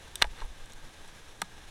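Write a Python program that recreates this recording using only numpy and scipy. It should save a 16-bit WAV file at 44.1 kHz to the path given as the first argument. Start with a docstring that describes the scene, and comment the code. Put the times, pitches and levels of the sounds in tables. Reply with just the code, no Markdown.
"""Sea cliff, heard from a boat through a small hand-held camera: surf and steam hiss steadily (shaped noise).
The plastic camera body clicks and knocks a few times (blows ring its damped modes).
The hand shoves it with low thumps (smooth pressure pulses) and a finger rubs it (dense slips ring the modes).
Wind and handling rumble lies below (low noise)."""
import sys
import numpy as np
from scipy import signal
from scipy.io import wavfile
from scipy.ndimage import uniform_filter1d

SR = 44100
rng = np.random.default_rng(int(sys.argv[2]) if len(sys.argv) > 2 else 0)


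def put_to_file(sound):
    """Save the sound as 16-bit audio at rate SR, in the file named by the first command-line argument."""
    columns = np.atleast_2d(sound).T  # one column per channel
    safe = np.clip(columns, -1, 1)
    whole_steps = np.round(safe * 32767)
    wavfile.write(sys.argv[1], SR, whole_steps.astype(np.int16))


N = 74970


def amp(db):
    """Amplitude factor of a level in dB."""
    return 10 ** (np.asarray(db) / 20)


def evened(x):
    """Scale to unit RMS."""
    return x / np.sqrt(np.mean(x ** 2) + 1e-20)


def curve(points):
    """Per-sample gain from (time_s, level_db): silent before the first point, held after the last."""
    time_s, level_db = np.transpose(points)
    return amp(np.interp(np.arange(N) / SR, time_s, level_db, -200, level_db[-1]))


def noise(spectrum, size, patchy_db, flicker_db):
    """Unit-RMS noise: random short-time spectra, drifting patches, a flicker shared by all pitches."""
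    frames = 4 * N // size + 5
    bin_hz = np.fft.rfftfreq(size, 1 / SR)
    real, imag, patches = rng.standard_normal((frames, len(bin_hz), 3)).T
    patches = uniform_filter1d(patches, size=16, axis=0)  # across pitch
    patches = evened(uniform_filter1d(patches, size=10, axis=1))  # across time
    flicker = evened(uniform_filter1d(rng.standard_normal(frames), size=3))
    freq_hz, density_db = np.transpose(spectrum)
    shape_db = np.interp(np.log(bin_hz + 1), np.log(freq_hz + 1), density_db, -90, -90)[:, None]
    gain = amp(shape_db + patchy_db * patches + flicker_db * flicker)
    _, x = signal.istft((real + 1j * imag) * gain, nperseg=size, noverlap=3 * size // 4)
    return evened(x[:N])


# surf and steam spectrum: freq_hz [Hz], density_db [dB per Hz, relative]
HISS_SPECTRUM = [(40, -17), (100, -15.5), (200, -23.5), (420, -23), (700, -26), (890, -23.5), (1050, -27.5),
                 (1250, -26), (1450, -30), (1600, -21.5), (1780, -26), (1950, -27.5), (2500, -29),
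                 (3150, -29), (3600, -26.5), (4150, -31), (4500, -36), (5800, -32.5), (8000, -37.5),
                 (10900, -39), (12000, -46.5), (14000, -51), (15600, -55), (16400, -56)]
# surf and steam level: time_s [s], level_db [dB]
HISS_LEVEL_DB = [(0, -51.5), (.2, -51.5), (.5, -53), (.8, -53), (1.1, -51.5), (1.35, -53), (1.7, -52.5)]


def surf_and_steam():
    """Surf and steam: broadband noise with slight patches and flicker."""
    return curve(HISS_LEVEL_DB) * noise(HISS_SPECTRUM, size=1024, patchy_db=0.6, flicker_db=1.2)


# camera body modes: freq_hz [Hz], level_db [dB, relative], t60_s [s]
BODY_MODES = [(180, -1, 0.083), (324, -10, 0.042), (540, -15, 0.036), (685, 7, 0.0072), (848, -5.5, 0.037),
              (924, 2, 0.024), (1260, 2, 0.022), (1678, 0.5, 0.018), (1860, 0.5, 0.015),
              (2105, 5.5, 0.0054), (2910, -2, 0.014), (3635, 1, 0.008), (4102, 3.5, 0.0067),
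              (4665, 4.5, 0.0027), (5830, -1, 0.0087), (6600, 0, 0.0052), (8170, 8, 0.0034),
              (10060, 0.5, 0.005), (13700, -5.5, 0.0053)]
RISE_CYCLES = 0.42  # build-up constant of a mode, in its own cycles


def body_ring(pitch_hz, breadth_octaves, t60_share):
    """Body's answer to one contact: damped modes, those near the contact's pitch ring most."""
    freq_hz, level_db, t60_s = np.transpose(BODY_MODES)[:, :, None]
    t = np.arange(4000) / SR
    nearness = np.exp(-.5 * (np.log2(freq_hz / pitch_hz) / breadth_octaves) ** 2)
    rise = (1 - np.exp(-t * freq_hz / RISE_CYCLES)) ** 2
    decay = amp(level_db - 60 * t / (t60_share * t60_s))
    return (nearness * rise * decay * np.sin(2 * np.pi * freq_hz * t)).sum(0)


# blows on the body: start_s [s], level_db [dB], pitch_hz [Hz, of the contact], breadth_octaves [octaves],
# t60_share [ring length, share of mode t60], direction [signed strength of the clean contact]
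BODY_BLOWS = [(.1559, -26.5, 9800, 1.24, 0.94, -1.09), (.1570, -26.5, 3530, 0.073, 1.8, 1),
              (.159, -40, 6850, 0.16, 2.2, 0.92), (.2164, -30, 4000, 1.2, .8, -1),
              (.2174, -17.5, 1590, 0.23, 0.6, 1), (.2196, -14.5, 1120, 0.95, 0.74, 0.76),
              (.2222, -2.5, 2810, 0.88, 0.61, -1.01), (.2226, -22, 384, 0.64, 0.89, -0.39),
              (.2242, -9, 3070, 1.29, 0.76, -0.38), (.2263, -14.5, 2140, 0.78, 0.23, -1),
              (.228, -42, 9050, .6, 1.1, 0.41), (.2298, -39, 1470, 0.32, 0.64, -0.51),
              (.2355, -35, 1600, 0.44, 0.53, -0.93), (.2426, -29, 2320, 0.58, 1.2, -1.14),
              (.2455, -22, 764, 0.16, 1.68, 0.93), (.2515, -38, 1090, .7, 1.4, 0.84),
              (.262, -55, 850, 0.37, 1.7, 0.62), (.2497, -45.5, 8000, 0.76, 1.4, 0.82),
              (.2695, -50, 5000, 1.6, 1.2, 0.79), (0.2986, -51, 3180, 0.34, 1.6, 0.8),
              (0.334, -41, 880, .3, 1.2, 0.6), (.398, -59, 3500, 0.72, .9, 1),
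              (0.404, -39, 3220, 0.55, 1.3, 0.89), (0.4141, -38.5, 1620, 0.14, 1.5, 1),
              (0.417, -31, 1420, 1.1, 1.36, -0.13), (.4185, -45, 400, 0.66, 0.73, -1),
              (.4195, -26, 945, 0.22, 0.75, 0.35), (.4242, -37, 880, 0.52, 1.1, 0.84),
              (.433, -50, 600, 0.41, 0.92, 1), (.446, -39.5, 444, 0.97, 1.2, 0.88),
              (.452, -45, 11230, 0.36, 1, 0.81), (.461, -50, 10000, 0.36, 1, 0.85),
              (.659, -48, 9000, 1.2, 0.94, 0.94), (.698, -53.5, 9000, 1.9, 1.1, 1),
              (.7215, -38, 6800, 0.16, 1.3, 1), (.7343, -44, 7800, 1.8, 1.05, 0.75),
              (1.078, -47.5, 8500, 0.57, 1, 1), (1.4171, -25, 7100, 0.37, .9, -0.69),
              (1.4182, -22, 2410, 1.8, 0.87, 1), (1.4196, -19, 1800, 2.3, .6, 0.14),
              (1.4207, -33.5, 1190, 0.91, 1.1, 0.59), (1.4212, -46, 9000, 0.73, 1.1, 0.91),
              (1.4244, -32.5, 169.4, .4, 1.03, 1)]
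RATTLE_DB, RATTLE_T60_S = -9, 0.017  # rattle energy re a unit contact


def clicks():
    """Blows ring the body: a clean contact, then a brief decaying rattle of loose parts."""
    out = np.zeros(N + 5000)
    t = np.arange(600) / SR
    rattle_gain = amp(RATTLE_DB - 60 * t / RATTLE_T60_S) / np.sqrt(RATTLE_T60_S * SR / 14)
    rattles = rng.standard_normal((len(BODY_BLOWS), 600)) * rattle_gain
    for blow, rattle in zip(BODY_BLOWS, rattles):
        start_s, level_db, pitch_hz, breadth_octaves, t60_share, direction = blow
        contact = np.append(direction, rattle)
        knock = np.convolve(contact, body_ring(pitch_hz, breadth_octaves, t60_share))
        out[round(start_s * SR):][:4600] += amp(level_db) * knock
    return out[:N]


# low shoves of the hand: middle_s [s], length_s [s, 4 sigma], level_db [dB before the high-pass],
# direction [signed strength]
HAND_SHOVES = [(0.148, .03, -53, 0.7), (.224, 0.0071, -26, -0.8), (0.251, 0.027, -20, 0.62),
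               (0.27, .016, -25, 0.83), (0.314, 0.016, -33, 1), (0.428, 0.026, -27.5, -1),
               (0.45, 0.015, -29.5, 0.93), (0.48, 0.022, -34, 0.87), (0.5, 0.025, -38, 0.78),
               (0.509, 0.015, -37.5, -1.1), (.575, 0.027, -43, 0.91), (.62, 0.037, -42, -1.4),
               (0.643, 0.026, -39, 0.95), (0.757, 0.04, -38, 1), (0.84, 0.035, -37, -1.34)]
SHOVE_CUT_HZ = 11


def shoves():
    """Smooth one-sided pushes of pressure that leak away below the microphone's range."""
    t = np.arange(N) / SR
    push = np.zeros(N)
    for middle_s, length_s, level_db, direction in HAND_SHOVES:
        push += direction * amp(level_db) * np.exp(-.5 * ((t - middle_s) / (length_s / 4)) ** 2)
    return signal.lfilter(*signal.butter(1, SHOVE_CUT_HZ, "high", fs=SR), push)


# finger rub: time_s [s], level_db [dB]
RUB_LEVEL_DB = [(.3, -70), (.33, -72), (.37, -53.5), (.41, -51.5), (.425, -53), (.47, -95), (.5, -70)]
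RUB_SLIPS_PER_S, RUB_PITCH_HZ, RUB_BREADTH_OCTAVES = 3300, 2170, 1.33


def rub():
    """Dense tiny random slips of skin ring the body."""
    slips = rng.standard_normal(N) * (rng.random(N) < RUB_SLIPS_PER_S / SR)
    ring = body_ring(RUB_PITCH_HZ, RUB_BREADTH_OCTAVES, t60_share=0.85)
    return curve(RUB_LEVEL_DB) * evened(signal.oaconvolve(slips, ring)[:N])


# wind and handling rumble spectrum: freq_hz [Hz], density_db [dB per Hz, relative]
RUMBLE_SPECTRUM = [(5, -27), (11, 6.5), (24, -3), (45, -16), (80, -11.5), (130, -79)]
# wind and handling rumble level: time_s [s], level_db [dB]
RUMBLE_LEVEL_DB = [(0, -52), (.2, -40.5), (.35, -51), (.55, -45), (.7, -51.5), (.9, -52.5), (1.2, -54.5),
                   (1.45, -48.5), (1.7, -49.5)]


def rumble():
    """Wind and handling: low noise, uneven in level."""
    return curve(RUMBLE_LEVEL_DB) * noise(RUMBLE_SPECTRUM, size=8192, patchy_db=1, flicker_db=2.5)


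def scene():
    """Sum of all sources, one channel."""
    return (surf_and_steam() + rumble() + clicks() + shoves() + rub())[None]


DUCK_FROM_DB, DUCK_DB_PER_DB = -27, 0.088
PEAK_HOLD_FALL_DB_PER_S = 105
CEILING, EDGE_HZ = 1, 16450


def record(dry):
    """Gain control dips a little after a loud click and recovers; then soft overload and band limit."""
    power = uniform_filter1d(dry[0] ** 2, size=400, origin=199)  # mean of past samples
    power_db = 10 * np.log10(abs(power) + 1e-12)
    fall_db = np.arange(N) * PEAK_HOLD_FALL_DB_PER_S / SR
    held_db = np.maximum.accumulate(power_db + fall_db) - fall_db
    over_db = np.maximum(held_db - DUCK_FROM_DB, 0)
    ducked = dry / amp(DUCK_DB_PER_DB * uniform_filter1d(over_db, size=800, origin=399))
    limited = CEILING * np.tanh(ducked / CEILING)
    low_pass = signal.firwin(1023, EDGE_HZ, window=("kaiser", 9), fs=SR)
    return signal.oaconvolve(limited, low_pass[None], "same")


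dry = scene()
out = record(dry)
put_to_file(out)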